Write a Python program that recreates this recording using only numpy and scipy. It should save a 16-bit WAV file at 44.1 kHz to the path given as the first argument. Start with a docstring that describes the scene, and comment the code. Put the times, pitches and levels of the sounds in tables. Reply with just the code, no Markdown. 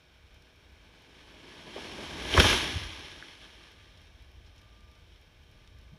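"""At the edge of a forest clearing, a tall leafy tree is felled. Its crown rushes through the air
ever faster and brushes its neighbours. Limbs snap, the trunk thuds onto dry earth and bounces once,
and the leaves shiver to rest. Twigs keep dropping over a low machine drone, faint high ticks and the
steady hiss of the forest. Leaves are noise plus many tiny clicks, breaking wood is short bursts of
noise, and the trunk is a few slow cycles of a low tone over a rumble."""
import sys
import numpy as np
from scipy import signal
from scipy.fft import rfft, irfft
from scipy.io import wavfile
from scipy.ndimage import uniform_filter1d

SR = 44100
rng = np.random.default_rng(int(sys.argv[2]) if len(sys.argv) > 2 else 0)


def to_wav(sig):
    """Store sig (one row per channel, or 1-D mono) as 16-bit WAV at the path in sys.argv[1].

    Samples outside -1..1 are clipped; the rate is SR.
    """
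    pcm = np.clip(np.atleast_2d(sig), -1, 1) * 32767
    pcm = np.round(pcm).astype(np.int16)
    wavfile.write(sys.argv[1], SR, pcm.T)  # frames by channels


N = 263718
T = np.arange(N) / SR
FREQS = np.maximum(np.arange(N // 2 + 1) * SR / N, 1)

# The tone colour of each noise. Each row: frequency in Hz, relative level in dB.
FOREST_SPECTRUM = [(30, -3), (150, 11), (350, 4), (800, 1.5), (1600, -7), (3200, -4), (4500, -10.5),
                   (5600, -9.5), (7200, -16.5), (10500, -25), (13000, -16.5), (15500, -24.5)]
DRONE_SPECTRUM = [(22, -22), (37, -6.5), (55, 0), (80, -3.5), (100, -7.5), (130, -20), (220, -24),
                  (500, -40.5), (1500, -81.5)]
FLUTTER_SPECTRUM = [(200, -9), (700, -10), (1600, -0.5), (3000, 2), (4200, -4.5), (6000, -11.5),
                    (8000, -18), (10500, -24.5), (13000, -30), (15500, -46.5)]
SLAP_SPECTRUM = [(400, -13), (900, -3), (2000, 3), (3300, 5), (4500, -3.5), (6200, -8.5), (8000, -20.5),
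                 (11000, -19), (12500, -31), (15500, -42.5)]
TEAR_SPECTRUM = [(2000, -18), (4500, -3), (6300, 4), (8500, -10), (11000, -7.5), (13000, -16.5),
                 (15500, -26)]
BOUGH_SPECTRUM = [(60, -32), (130, -4.5), (200, -1.5), (300, 0.5), (550, -7), (1000, -8.5), (1800, -29),
                  (4000, -54)]
GROUND_SPECTRUM = [(24, -35), (40, -8.5), (55, 3.5), (85, 1.5), (130, -14), (250, -32.5), (600, -50)]
# The machine's steady tones. Each row: pitch in Hz, level in dB.
HUM_TONES = [(479, -81.5), (630, -86.5), (868, -96), (1513, -84.5), (2250, -82), (3138, -84.5), (3752, -81)]
# Spells of faint whining. Each row: start in seconds, length in seconds, level in dB.
WHINE_SPELLS = [(3.583, 0.34, -76), (4.63, 0.32, -73), (5.53, 0.56, -80)]
# The machine's airy whirr. Each row: centre in Hz, width in Hz, level at idle in dB.
WHIRR_BANDS = [(1460, 130, -74), (2397, 130, -73.5)]
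# Ticks outside the steady beat. Each row: start in seconds, level in dB.
OFFBEAT_TICKS = [(0.3433, -61), (.5601, -67), (4.2218, -63), (4.561, -64), (5.7862, -63)]
# Twigs snapping and dropping. Each row: start in seconds, level in dB, centre in Hz,
# width in octaves, decay in seconds.
TWIG_SNAPS = [(2.3394, -15.5, 3440, 0.25, 0.0018), (2.903, -39, 3200, 0.34, .003),
              (3.225, -34.5, 1670, .22, 0.0016), (3.972, -58, 3800, 0.73, .007),
              (4.068, -57, 3080, .7, .01), (4.462, -60.5, 4000, 0.53, .015), (4.579, -55, 3450, 0.62, .006),
              (4.586, -61, 4000, 0.68, .008), (4.618, -58, 3300, .7, 0.0025),
              (4.806, -59, 4000, 0.67, 0.0034), (4.952, -61, 3070, 0.77, 0.0043),
              (5.675, -50, 2900, .75, 0.0017)]
# Limbs knocking and breaking. Each row: start in seconds, level in dB, centre in Hz, rise in seconds.
LIMB_SNAPS = [(1.669, -43.5, 500, 0.00087), (1.761, -32, 440, 0.0028), (1.779, -32, 424, 0.0019),
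              (1.851, -39, 420, .001), (1.988, -36.5, 350, 0.0017), (2.347, -18.5, 330, 0.00089),
              (2.367, -21.5, 900, 0.00243), (2.374, -10.5, 1150, .0046), (2.388, -19, 380, 0.0024),
              (2.3982, -7.5, 1800, 0.0021), (2.403, -18.5, 3300, .001), (2.442, -16, 1000, 0.0011),
              (2.449, -22.5, 605, 0.0029), (2.457, -25.5, 380, .003), (2.527, -20, 1700, .0013)]
# The trunk landing and bouncing. Each row: start in seconds, level in dB, pitch in Hz, rise in seconds.
TRUNK_THUDS = [(2.370, -13, 79.7, .021), (2.435, -23.5, 92.2, 0.02), (2.746, -24.5, 90, 0.02)]
# Peaks and dips of the microphone housing. Each row: centre in Hz, width in Hz, gain in dB.
HOUSING_BANDS = [(152.5, 12, 2), (216, 36, -1), (319, 22, 1.5), (385, 32, 3), (510, 41, 1), (632, 25, 4),
                 (720, 47, -0.5), (870, 36, 2), (1152, 110, 1.5), (1363, 53, -5.5), (1590, 58, 1),
                 (1688, 53, 4), (1862, 99, -2), (2326, 130, 1.5), (2640, 230, -1.5), (3150, 65, 2),
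                 (3280, 105, 2), (3650, 50, 2), (4910, 170, -4.5), (5385, 306, 5), (7670, 1040, -4.5),
                 (9980, 1100, 4), (12500, 980, -4)]

BRUSH_S, LANDS_S = 1.8, 2.412  # the crown brushes its neighbours, then meets the earth


def undb(db):
    """Turn decibels into a gain."""
    return 10 ** (np.asarray(db) / 20)


def unit(x):
    """Scale a sound to an average (rms) level of 1."""
    return x / np.sqrt(np.mean(x ** 2))


def colour(x, points):
    """Filter a sound along a curve of (Hz, dB) points, then scale it to level 1."""
    hz, db = np.transpose(points)
    curve_db = np.interp(np.log(FREQS), np.log(hz), db)
    return unit(irfft(rfft(x) * undb(curve_db), N))


def bell(offset, width):
    """A bell-shaped curve that is 1 where the offset is 0."""
    return np.exp(-.5 * (offset / width) ** 2)


def noise():
    """White noise."""
    return rng.standard_normal(N)


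def walk(per_s):
    """Wander by about 1 either way, turning per_s times a second."""
    return np.sqrt(1.5) * np.interp(T * per_s, np.arange(N), noise())


def tone(hz, waver):
    """A slightly unsteady sine wave at level 1."""
    pitch = hz * (1 + waver * walk(14))
    return unit(np.sin(2 * np.pi * np.cumsum(pitch) / SR))


def swell(s, rise_db_per_s, hold_s, die_db_per_s):
    """A gain that grows to 1 at time s, holds and dies away."""
    before, after = np.maximum(s - T, 0), np.maximum(T - s - hold_s, 0)
    return undb(-rise_db_per_s * before - die_db_per_s * after)


def grains(per_s, spread_db):
    """Tiny clicks of contact at random moments, many weak and a few strong."""
    hit = rng.random(N) < per_s / SR
    size = undb(spread_db * np.minimum(rng.exponential(size=N), 3.5))
    return unit(hit * size * np.sign(noise()) / np.sqrt(per_s))


def burst(hz, octaves, rise_s, decay_s):
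    """A short burst of noise around one pitch, like wood fibres tearing."""
    t = T[:8192]
    freqs = np.maximum(np.arange(len(t) // 2 + 1) * SR / len(t), 1)
    band = irfft(rfft(rng.standard_normal(len(t))) * bell(np.log2(freqs / hz), octaves))
    steady = band / np.sqrt(2 * uniform_filter1d(band ** 2, size=200) + 1e-18)  # even out the level
    return steady * np.minimum(t / rise_s, 1) * np.exp(-np.maximum(t - rise_s, 0) / decay_s)


def add(track, s, sound):
    """Mix a sound in at time s."""
    i = max(int(s * SR), 0)
    track[i:i + len(sound)] += sound[:max(N - i, 0)]


def forest():
    """The forest hisses steadily in the distance."""
    return colour(noise(), FOREST_SPECTRUM) * undb(-66 + .5 * walk(1.6))


def whirr():
    """Air from the machine hisses in two soft resonances."""
    return sum(undb(db) * unit(irfft(rfft(noise()) * bell(FREQS - hz, width), N))
               for hz, width, db in WHIRR_BANDS)


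def machine():
    """A machine hums and at times whines; under load its throbbing drone grows and its whirr drops."""
    load = np.clip((T - 3.8) / .2 + .5, 0, 1)  # from idle (0) to working (1) around 3.8 seconds
    drone = colour(noise(), DRONE_SPECTRUM) * undb(-62 + 5.5 * load + 2.14 * walk(5.7))
    spells = sum(undb(db) * swell(s, rise_db_per_s=61, hold_s=length, die_db_per_s=130)
                 for s, length, db in WHINE_SPELLS)
    whine = tone(hz=1190, waver=.0021) * spells
    hum = sum(tone(hz, waver=.0039) * undb(db + .94 * walk(4)) for hz, db in HUM_TONES)
    return drone + whine + hum + whirr() * undb(-5 * load)


def ticks():
    """Faint ticks, each with a very high tip and a lower body; most keep a steady beat."""
    out = np.zeros(N)
    beat = [(s, -63.5 + 1.5 * rng.standard_normal()) for s in np.arange(.422, T[-1], .2995)]
    for s, db in beat + OFFBEAT_TICKS:
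        add(out, s, undb(db) * burst(hz=12000, octaves=.13, rise_s=.00045, decay_s=.0015))
        add(out, s, undb(db + 3) * burst(hz=4000, octaves=.6, rise_s=.0007, decay_s=.0036))
    return out


def bump():
    """One soft, low bump after everything has settled."""
    out = np.zeros(N)
    add(out, 5.915, undb(-44.5) * burst(hz=150, octaves=.38, rise_s=.019, decay_s=.017))
    return out


def tree_echo(x, fade_s, echo_db):
    """Trunks around the clearing add a thin, dull echo that falls 60 dB in fade_s."""
    t = T[:SR]
    scatter = noise()[:SR] * np.exp(-np.log(1000) * t / fade_s) * (1 - np.exp(-t / .0064))
    dull = signal.sosfilt(signal.butter(1, 3000, fs=SR, output="sos"), scatter)
    return x + undb(echo_db) * signal.fftconvolve(x, dull / np.linalg.norm(dull))[:N]


def shaking(fall_db, brush_db, crash_db, settle_db):
    """How hard the crown shakes, as a gain: it speeds up, brushes past trees, crashes and settles."""
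    fall = undb(fall_db) * swell(LANDS_S, rise_db_per_s=17.5, hold_s=0, die_db_per_s=69.5)
    brush = undb(brush_db) * swell(BRUSH_S, rise_db_per_s=170, hold_s=0, die_db_per_s=12.5)
    crash = undb(crash_db) * swell(LANDS_S, rise_db_per_s=139, hold_s=.089, die_db_per_s=69.5)
    settle = undb(settle_db) * swell(LANDS_S, rise_db_per_s=139, hold_s=0, die_db_per_s=18)
    return np.sqrt(fall ** 2 + brush ** 2 + crash ** 2 + settle ** 2)


def leaves():
    """Leaves flutter softly in the air, then slap and crackle crisply once the crown is down."""
    shake = shaking(fall_db=-38.5, brush_db=-49, crash_db=-24.5, settle_db=-36.5)
    breeze = undb(-67)
    level_db = 20 * np.log10(np.hypot(shake, breeze))
    contacts_per_s = 5000 * undb(.4 * (level_db + 36.5))
    # the share of the moving leaves that touch the ground
    down = swell(LANDS_S, rise_db_per_s=83, hold_s=.51, die_db_per_s=9.5)
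    flutter = colour(noise() + .54 * grains(contacts_per_s, spread_db=3), FLUTTER_SPECTRUM)
    slaps = colour(.76 * noise() + grains(contacts_per_s, spread_db=3.5), SLAP_SPECTRUM)
    clumps_db = .87 * walk(25) + .7 * walk(130)  # whole sprays of leaves hit together
    rustle = (np.sqrt(1 - down) * flutter + np.sqrt(down) * slaps) * undb(level_db + clumps_db)
    # only the hardest slaps tear leaves, so this sizzle grows faster than the rustle
    tearing = colour(grains(contacts_per_s, spread_db=3.5), TEAR_SPECTRUM)
    return rustle + tearing * undb(-39 + 1.28 * (level_db + 27))


def boughs():
    """Air rushes past the big limbs while the wood gives many small knocks."""
    rush = colour(noise() + .63 * grains(per_s=300, spread_db=4), BOUGH_SPECTRUM)
    shake = shaking(fall_db=-41, brush_db=-50.5, crash_db=-33.5, settle_db=-46)
    return rush * shake * undb(walk(30))


def snaps():
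    """Each limb breaks with a crack, a low shudder and a spray of splinters; twigs just click."""
    out = np.zeros(N)
    for s, db, hz, rise_s in LIMB_SNAPS:
        crack = burst(hz, octaves=.79, rise_s=rise_s, decay_s=.0048)
        shudder = undb(-10) * burst(hz=289, octaves=.61, rise_s=.0074, decay_s=.01)
        splinters = undb(-16) * burst(hz * 5.5, octaves=.35, rise_s=.0005, decay_s=.0013)
        add(out, s, undb(db) * (crack + shudder + splinters))
    for s, db, hz, octaves, decay_s in TWIG_SNAPS:
        add(out, s, undb(db) * burst(hz, octaves, rise_s=.00099, decay_s=decay_s))
    return out


def trunk():
    """Each landing swells and dies in a few slow cycles; the earth rumbles around it."""
    thuds = np.zeros(N)
    shoved_air = undb(-42.5) * swell(LANDS_S, rise_db_per_s=30, hold_s=0, die_db_per_s=30)
    rumble_power = shoved_air ** 2
    t = T[:SR // 2]
    for s, db, hz, rise_s in TRUNK_THUDS:
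        push = (t / rise_s * np.exp(1 - t / rise_s)) ** 6.8  # crushed branches cushion the blow
        phase = 2 * np.pi * hz * t
        flex = undb(-15.5) * np.sin(1.8 * phase)  # the trunk also bends at a higher pitch
        add(thuds, s, -undb(db) * push * (np.sin(phase) + flex))
        earth = undb(db - 15.5) * swell(s, rise_db_per_s=350, hold_s=0, die_db_per_s=56.5)
        rumble_power += earth ** 2
    return thuds + colour(noise(), GROUND_SPECTRUM) * np.sqrt(rumble_power)


def scene():
    """The falling tree and the sounds of its clearing, in one channel."""
    breaks = tree_echo(snaps(), fade_s=.52, echo_db=-19)
    tree = leaves() + boughs() + breaks + trunk()
    return (tree + ticks() + bump() + machine() + forest())[None]


def record(dry):
    """The microphone housing rings at a few pitches; treble above 15500 Hz is cut steeply."""
    housing_db = sum(db * bell(FREQS - hz, width) for hz, width, db in HOUSING_BANDS)
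    # reshape the filter so that its ringing comes after each blow, never before
    cepstrum = irfft(np.log(undb(housing_db)), N)
    cepstrum[1:N // 2] *= 2
    cepstrum[N // 2 + 1:] = 0
    heard = irfft(rfft(dry) * np.exp(rfft(cepstrum)), N)
    return signal.sosfilt(signal.ellip(10, .2, 80, 15500, fs=SR, output="sos"), heard)


dry = scene()
out = record(dry)
to_wav(out)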